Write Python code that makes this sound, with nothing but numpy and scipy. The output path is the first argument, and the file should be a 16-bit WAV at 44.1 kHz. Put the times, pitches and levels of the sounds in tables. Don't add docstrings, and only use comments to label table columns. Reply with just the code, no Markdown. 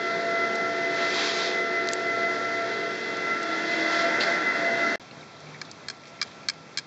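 import sys
import numpy as np
from scipy import signal
from scipy.fft import rfft, irfft, next_fast_len
from scipy.io import wavfile
from scipy.ndimage import uniform_filter1d

SR = 44100
rng = np.random.default_rng(int(sys.argv[2]) if len(sys.argv) > 2 else 0)


def gain_from_db(level_db):
    decades = np.asarray(level_db, float) / 20
    return 10 ** decades


def master_out(mix):
    frames = np.transpose(np.atleast_2d(mix))
    ceiling = np.clip(frames, -1, 1)
    pcm = np.round(ceiling * 32767).astype(np.int16)
    wavfile.write(sys.argv[1], SR, pcm)


N = 302526
T = np.arange(N) / SR

# t/s, f/Hz
MESH = [(0.0, 677.7), (.5, 677.7), (1.3, 676.4), (1.9, 677.4), (3.1, 677), (3.8, 677.8), (4.3, 677.1),
        (4.95, 677.9)]
# t/s, level/dB
RUMBLE_LEVEL = [(0.0, -44), (.9, -43.5), (1.02, -41), (1.25, -47.5), (1.5, -43.5), (1.6, -44.5), (2.7, -44),
                (3.0, -46.5), (3.2, -44.5), (3.7, -43), (3.9, -40.5), (4.3, -38.5), (4.5, -41), (4.95, -40)]
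# station stops t/s, faint tail ends t/s, ride begins t/s
CUT_S = (4.9585, 4.982, 4.9975)


def curves(table):
    s, *columns = np.transpose(table)
    return [np.interp(T, s, c) for c in columns]


def unit(x):
    return x / np.sqrt(np.mean(x ** 2))


def walk(rate):
    k = int(SR / rate)
    count = N // k + 2
    joined = np.interp(np.arange(N), k * np.arange(count), rng.standard_normal(count))
    return 1.28 * uniform_filter1d(joined, k)


def tone(hz, db, waver_db, rate):
    phase = 2 * np.pi * (np.cumsum(hz + 0 * T) / SR + rng.random()) + 0.25 * walk(rate)
    return np.sqrt(2) * gain_from_db(db + waver_db * walk(rate)) * np.sin(phase)


def hiss(spectrum, lo_hz, hi_hz, flicker_db, rate, grit):
    size = next_fast_len(N)
    f = np.maximum(np.arange(size // 2 + 1) * SR / size, 1)
    hz, db = np.transpose(spectrum)
    grains = unit(gain_from_db(grit * np.minimum(rng.exponential(size=N // 64 + 1), 4)).repeat(64)[:N])
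    shaped = rfft(rng.standard_normal(N), size) * gain_from_db(np.interp(np.log(f), np.log(hz), db))
    inside = (f > lo_hz) & (f < hi_hz)
    shaped = shaped / np.sqrt(2 * np.sum(np.abs(shaped[inside]) ** 2) / size / N)
    out = 0
    for step in range(16, 41):
        weight = np.clip(1 - np.abs(3 * np.log2(f) - step), 0, 1)
        band = irfft(shaped * weight, size)[:N]
        out = out + band * gain_from_db(flicker_db * walk(rate)) * (grains if step > 34 else 1)
    return out


def ring(hz, t60, length):
    t = np.arange(length) / SR
    return np.sin(2 * np.pi * hz * t) * np.exp(-np.log(1000) * t / t60)


def add(out, s, peak_db, sound):
    i = int(s * SR)
    sound = sound[:N - i]
    out[i:i + len(sound)] += gain_from_db(peak_db) * sound / np.abs(sound).max()


def swell(s, db, rise, fall):
    return gain_from_db(db) * np.exp(-0.5 * ((T - s) / np.where(T < s, rise, fall)) ** 2)


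def between(entrance, ramp):
    # start t/s, end t/s
    step_s = (2.68, 3.6)
    return entrance + np.interp(T, step_s, (0, 1)) * (ramp - entrance)


def by_place(entrance, ramp, loaded):
    # begins t/s, full t/s, still full t/s, gone t/s
    load_s = (3.7, 3.85, 4.3, 4.45)
    load = np.interp(T, load_s, (0, 1, 1, 0))
    return (1 - load) * between(entrance, ramp) + load * loaded


def gear_whine():
    # t/s, level/dB
    first_order, second_order, third_order = [(0.0, -34), (0.05, -33), (0.36, -30), (0.41, -34),
                                              (1.02, -31.5), (1.09, -38.5), (1.13, -36), (2.16, -34),
                                              (2.26, -30.5), (2.33, -39), (2.63, -31.5), (2.77, -41),
                                              (2.84, -34), (3.05, -51), (3.09, -41), (3.38, -47.5),
                                              (3.46, -32.5), (3.57, -43.5), (4.08, -28), (4.22, -44),
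                                              (4.29, -29), (4.38, -45), (4.55, -41), (4.62, -31),
                                              (4.84, -32.5), (4.95, -37.5)], [(0.0, -37), (0.11, -31), (0.16, -39.5),
                                                             (0.45, -32.5), (0.5, -35.5), (0.74, -34.5),
                                                             (0.88, -41), (1.07, -32), (1.1, -40),
                                                             (1.34, -44), (1.38, -37), (1.57, -42),
                                                             (1.6, -35), (2.73, -36.5), (2.8, -42),
                                                             (2.91, -35.5), (2.99, -56), (3.03, -39),
                                                             (3.07, -43.5), (3.2, -32), (3.65, -36),
                                                             (3.75, -46.5), (3.94, -29), (4.12, -40.5),
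                                                             (4.56, -34), (4.6, -45), (4.69, -41),
                                                             (4.76, -52), (4.84, -31), (4.95, -39.5)], [(0.0, -34), (0.08, -31),
                                                                             (0.26, -40), (0.27, -34),
                                                                             (0.43, -29.5), (0.5, -36),
                                                                             (0.62, -28), (0.69, -39),
                                                                             (0.84, -31), (0.88, -34),
                                                                             (1.09, -30), (1.14, -37.5),
                                                                             (1.52, -35), (1.58, -31.5),
                                                                             (1.71, -35), (1.75, -28),
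                                                                             (1.9, -34), (1.94, -43.5),
                                                                             (2.11, -29), (2.14, -34.5),
                                                                             (2.29, -29), (2.43, -37.5),
                                                                             (2.45, -32.5), (2.52, -35),
                                                                             (2.54, -33), (2.67, -48),
                                                                             (2.72, -33.5), (3.12, -40),
                                                                             (3.31, -31), (3.38, -42),
                                                                             (3.58, -32), (3.64, -35),
                                                                             (3.69, -30), (3.8, -33),
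                                                                             (3.9, -26.5), (4.07, -44),
                                                                             (4.2, -26), (4.26, -53),
                                                                             (4.33, -29.5), (4.41, -40),
                                                                             (4.44, -27), (4.49, -25.5),
                                                                             (4.62, -37.5), (4.66, -29.5),
                                                                             (4.84, -29), (4.95, -34.5)]
    # entrance level/dB, ramp level/dB
    fourth_db = (-58, -53.5)
    echo_share, fades_per_s = (0.12, 0.19, 0.2, 0.6), 34.0
    fade_depth = between(0.88, 2.1)
    mesh_hz, = curves(MESH)
    order_db = curves(first_order) + curves(second_order) + curves(third_order) + [between(*fourth_db)]
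    out = 0
    for order, (db, share) in enumerate(zip(order_db, echo_share), 1):
        echoes = [share * fade_depth * walk(fades_per_s) for _ in range(2)]
        for weight in [1] + echoes:
            out = out + weight * tone(order * mesh_hz, db, waver_db=0.4 * order, rate=35)
    return out


def drive_hum():
    hum_hz = [118.4, 181.8, 227.2, 272.7, 300.2, 363.6, 372, 409, 422, 454.4, 499.9, 545.4, 599.5, 899, 650,
              703, 722, 3414]
    # entrance level/dB, ramp level/dB, wheel-loaded level/dB, waver/dB
    hum_db = [(-58, -68.5, -73.5, 1), (-57, -58, -56, 3.5), (-52, -53.5, -53.5, 2), (-59.5, -52.5, -57, 3),
              (-46.5, -53, -56, 2), (-41, -45, -45, 1.5), (-43.5, -63, -62, 0), (-43, -51.5, -52, 3),
              (-51, -60.5, -66, 3.5), (-41.5, -45, -51, 0), (-46, -66, -55, 3), (-61.5, -55.5, -49.5, 1.5),
              (-57.5, -52.5, -41.5, 3), (-62.5, -54.5, -51.5, 5), (-52.5, -51, -52, 1.5),
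              (-53.5, -53, -48, 3), (-58, -60, -55, 3.5), (-57.5, -54.5, -50, 4)]
    out = 0
    for hz, (entrance, ramp, loaded, waver_db) in zip(hum_hz, hum_db):
        db = by_place(entrance, ramp, loaded) + 1.5 * walk(4.06)
        out = out + tone(hz, db, waver_db=waver_db, rate=16)
    return out


def shaft_chatter():
    # entrance level/dB, ramp level/dB, wheel-loaded level/dB
    line_db = [(-8, -9, -7.5), (-14.5, -3.5, -5.5), (-15.5, -2.5, -3), (-6.5, -6, -6), (-11.5, -10, -24),
               (-8.5, -12, -14.5), (-15.5, -6, -0.5), (-20.5, -16, -15), (-6.5, -4.5, -14),
               (-11, -20.5, -5.5), (-13.5, -25, -3), (-9, -9.5, -9), (-11, -5.5, -21), (-15.5, -7.5, -4),
               (-9.5, -4.5, -7), (-18, -0.5, -9.5), (-21, -13.5, -9.5), (-7, -15.5, -4.5),
               (-0.5, -10.5, -6), (-7.5, -6.5, -17), (-14.5, -9.5, -4), (-13.5, -16.5, -6.5),
               (-24, -9, -16), (-18.5, -4, -13), (-12.5, -9, -8), (-17, -11, -12), (-14, -13.5, -3),
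               (-4, -13.5, 0.5), (-56, -58, -54.5), (-47.5, -58, -55), (-6.5, -2, -0.5), (-9, -6, 0.5),
               (-19.5, -13, -21)]
    teeth, first_line = 31, 64.5
    shaft_hz = np.mean(curves(MESH)[0]) / teeth
    lines = sum(tone(shaft_hz * (first_line + k), by_place(*levels), waver_db=1.5, rate=4.01)
                for k, levels in enumerate(line_db))
    return gain_from_db(curves(RUMBLE_LEVEL)[0]) * lines


def station_rumble():
    # f/Hz, relative density/dB
    rumble_spectrum = [(50, -42.5), (80, -29.5), (110, -17.5), (200, -10), (365, -7.5), (600, -7),
                       (800, -11), (1130, -14.5), (1400, -11.5), (2050, -9), (2250, -16.5), (4300, -21),
                       (6000, -26), (7900, -41.5)]
    noise = hiss(rumble_spectrum, 698, 1376, flicker_db=1.5, rate=7.4, grit=0.25)
    return gain_from_db(curves(RUMBLE_LEVEL)[0]) * noise


def skis():
    # f/Hz, relative density/dB
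    ski_spectrum = [(300, -18.5), (800, -4.5), (1500, -1), (2400, -0.5), (3500, 1), (4500, -0.5),
                    (6000, -8), (7200, -15.5), (7900, -24.5)]
    # closest pass t/s, level/dB, rise/s, fall/s (bell widths)
    glides = [(1.03, -41.5, 0.064, 0.049), (1.22, -29.5, 0.069, 0.093), (1.42, -35.5, 0.054, 0.086),
              (3.79, -41.5, 0.097, 0.046), (3.991, -37, 0.076, 0.049), (4.3, -50.5, 0.062, 0.077),
              (4.6, -50, 0.03, 0.066)]
    shuffle_db = -43.5
    gliding = gain_from_db(shuffle_db + 0.8 * walk(9)) + sum(swell(*glide) for glide in glides)
    return gliding * hiss(ski_spectrum, 2500, 7500, flicker_db=1.1, rate=25, grit=1.0)


def station():
    return gear_whine() + drive_hum() + panel_boom() + shaft_chatter() + station_rumble() + skis()


def ticks():
    # t/s, peak level/dB, f/Hz, width/Hz, t60/s
    tick_table = [(0.554, -27.5, 4500, 3000, 0.033), (1.873, -25, 5000, 2600, .008),
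                  (1.8878, -13.5, 3980, 1900, 0.0098), (1.8882, -22, 6000, 1400, 0.005),
                  (1.912, -33, 5500, 3000, .03), (1.921, -28, 5900, 4000, 0.061),
                  (1.934, -11.5, 5050, 4200, 0.0053), (3.169, -31, 5500, 3000, 0.022),
                  (3.429, -29, 5330, 3000, 0.018), (4.205, -20.5, 4400, 900, 0.27),
                  (4.206, -16, 3040, 1200, 0.14), (4.231, -29, 3980, 2500, 0.1),
                  (4.30, -24, 3760, 1990, 0.081), (5.11, -39, 4400, 500, 0.033),
                  (5.111, -38, 2600, 500, .04), (5.21, -40, 3750, 500, .02), (5.228, -40, 2160, 300, 0.035),
                  (5.365, -45, 4000, 400, .02), (5.404, -36, 5500, 3000, .006),
                  (5.469, -40, 2170, 400, 0.027), (5.543, -36.5, 2120, 403, 0.082),
                  (5.65, -38.5, 4170, 2000, 0.11), (5.7132, -29.5, 5170, 2200, 0.016),
                  (6.035, -36, 3547, 3000, 0.035), (6.054, -35, 3460, 3000, 0.043),
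                  (6.07, -39.5, 4460, 3000, 0.15), (6.19, -39, 2200, 500, 0.068),
                  (6.271, -38, 4000, 4000, 0.092), (6.432, -39, 2260, 600, 0.034),
                  (6.432, -46, 4500, 1000, 0.058), (6.536, -40, 4000, 4000, 0.039)]
    out = np.zeros(N)
    for s, peak_db, hz, width, t60 in tick_table:
        burst = rng.standard_normal(6000) * np.exp(-np.log(1000) * np.arange(6000) / SR / t60)
        if t60 < 0.012:
            burst[[0, 24]] += 4 * np.array([1, -0.3])
        band_hz = np.clip([hz - width / 2, hz + width / 2], 300, 9000)
        resonance = signal.butter(2, band_hz, "bandpass", fs=SR, output="sos")
        add(out, s, peak_db, signal.sosfilt(resonance, burst))
    return out


def panel_boom():
    # t/s, f/Hz, level/dB
    boom_table = [(3.15, 323, -70), (3.33, 323.4, -48), (3.5, 323.5, -39), (3.68, 326, -35.5),
                  (3.73, 325, -46), (3.78, 324, -35), (4.1, 324, -40), (4.26, 323.9, -50),
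                  (4.31, 339.8, -40), (4.37, 323, -45), (4.43, 314, -35), (4.48, 323.4, -62),
                  (4.56, 315.4, -46), (4.6, 303.4, -42), (4.72, 305.4, -47), (4.95, 303.4, -48)]
    return tone(*curves(boom_table), waver_db=2.0, rate=22)


def clacks():
    # f/Hz, relative level/dB, free t60/s
    fitting = [(910, -21, 0.03), (1240, -9, 0.047), (1630, -1, 0.027), (2328, 1, 0.024), (2600, -11, 0.019),
               (2920, -6.5, .008), (3300, -3.5, 0.022), (3650, -8, 0.014), (4000, -9.5, 0.017),
               (4325, 2, 0.019), (4400, -4.5, 0.014), (4630, -3, 0.012), (4885, -0.5, 0.023),
               (5170, -3, .022), (5340, -7.5, 0.018), (5870, -5.5, 0.012), (6110, -12.5, 0.019),
               (6660, -7.5, 0.014), (7200, -12.5, 0.0091)]
    # t/s, peak level/dB, brightness/(dB per octave)
    blows = [(4.203, -19, 2), (4.224, -20.5, 7), (4.236, -22, -1), (4.256, -25, -6), (4.268, -26, -6),
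             (4.281, -22, -11), (4.289, -25, -6), (4.3, -27, -1), (4.322, -27, -3), (4.345, -27, -5),
             (5.615, -19, -0.5), (5.8841, -15, 0), (5.8997, -18.5, 2), (5.91, -28, 4), (6.2148, -6.5, 0.5),
             (6.2263, -13.5, 0.5), (6.2343, -29, 0), (6.4861, -7.5, 2), (6.4975, -11.5, 1), (6.7735, -8, 3),
             (6.7805, -19, 8.5), (6.785, -12, 2.5), (6.7935, -23, 2)]
    judder_s = 0.004
    out = np.zeros(N)
    t = np.arange(2048) / SR
    judder = gain_from_db(-25) * np.exp(-t / 0.006) / (1 + (t / judder_s) ** 8)
    judder = judder + gain_from_db(-38) * np.exp(-t / 0.012)
    choke = 1 / (1 + (t / judder_s / 1.6) ** 6)
    crack_decay = np.exp(-t / 0.0009) + gain_from_db(-6) * np.exp(-t / 0.0044)
    highpass = signal.butter(4, 850, "highpass", fs=SR, output="sos")
    for s, peak_db, bright_db in blows:
        modes = 0
        for hz, db, t60 in fitting:
            gain = gain_from_db(db + bright_db * np.log2(hz / 3000) + rng.standard_normal())
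            detune = 1 + 0.008 * rng.standard_normal()
            onset = np.minimum(t * hz, 1)
            modes = modes + gain * ring(hz * detune, t60, len(t)) * onset
        damped = modes * choke
        knock = rng.standard_normal(len(t))
        crack = np.diff(knock, prepend=0)[::-1] * crack_decay
        juddering = np.convolve(damped, knock * judder)[:len(t)]
        blow = gain_from_db(-14.5) * modes + damped + juddering + crack
        add(out, s, peak_db, signal.sosfilt(highpass, blow))
    return out


def ride_air():
    # f/Hz, relative density/dB
    air_spectrum = [(50, -39), (80, -2), (100, 0), (150, 2.5), (300, 1.5), (650, -1), (1000, -3.5),
                    (1600, -6.5), (2400, -12), (4400, -15), (6000, -16), (7900, -26)]
    start_db, slope_db_per_s = -48, -1.1
    air_db = start_db + slope_db_per_s * (T - CUT_S[2]) + 1.4 * walk(11)
    return gain_from_db(air_db) * hiss(air_spectrum, 240, 1400, flicker_db=0.5, rate=11, grit=0.67)


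def rustle():
    # f/Hz, relative density/dB
    rustle_spectrum = [(900, -35), (2100, 2.5), (3200, -1), (4200, -1.5), (5500, -9.5), (7900, -26)]
    noise = hiss(rustle_spectrum, 3100, 7000, flicker_db=2.0, rate=15, grit=2.2)
    return gain_from_db(-58 + 1.5 * walk(20)) * noise


def far_whine():
    # t/s, level/dB
    far_level = [(5.0, -66), (5.15, -60.5), (5.7, -64.5), (5.98, -57.5), (6.2, -61), (6.3, -61),
                 (6.86, -64)]
    # multiple of far_hz, relative level/dB
    far_orders = [(.5, -1.5), (1, 3), (1.5, -3)]
    far_hz = 1347.5
    far_db, = curves(far_level)
    return sum(tone(k * far_hz, far_db + db, waver_db=2.5, rate=12) for k, db in far_orders)


def rope_drone():
    # t/s, f/Hz, level/dB
    drone_table = [(5.0, 151, -57), (5.22, 149.5, -62), (5.35, 149.6, -69), (5.47, 151.7, -51),
                   (5.56, 151.2, -48), (5.75, 150, -60), (5.88, 144.6, -57), (6.0, 146.8, -60),
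                   (6.12, 151.3, -56), (6.25, 151, -69), (6.45, 156.3, -65), (6.6, 162.7, -57),
                   (6.75, 146, -63), (6.86, 152, -68)]
    return tone(*curves(drone_table), waver_db=3.5, rate=6.3)


def ride():
    return ride_air() + rustle() + far_whine() + rope_drone()


def scene():
    return (np.where(T < CUT_S[1], station(), ride()) + clacks() + ticks())[None]


def top_cut(x):
    return signal.sosfilt(signal.butter(12, 15900, fs=SR, output="sos"), x)


def record(dry):
    notch_hz, notch_width_hz = 2906, 303
    camera_rate_hz, mirror_gain_db, tail_db = 16000, -18.5, -30
    x = signal.lfilter(*signal.iirnotch(notch_hz, notch_hz / notch_width_hz, fs=SR), dry)
    x = signal.sosfilt(signal.butter(3, 92, "highpass", fs=SR, output="sos"), x)
    mixed = x * np.cos(2 * np.pi * camera_rate_hz * T)
    mirror = signal.sosfilt(signal.butter(4, (8220, 8500), "bandpass", fs=SR, output="sos"), mixed)
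    x = signal.sosfilt(signal.ellip(12, 0.3, 75, 7720, fs=SR, output="sos"), x)
    x = x + gain_from_db(mirror_gain_db) * mirror
    stop_s, tail_end_s, start_s = CUT_S
    tail = gain_from_db(tail_db) * np.clip((tail_end_s - T) / 0.004, 0, 1)
    gate = np.select([T < stop_s, T < tail_end_s, T < start_s], [1, tail, 0], 1)
    return top_cut(x * gate)


dry = scene()
out = record(dry)
master_out(out)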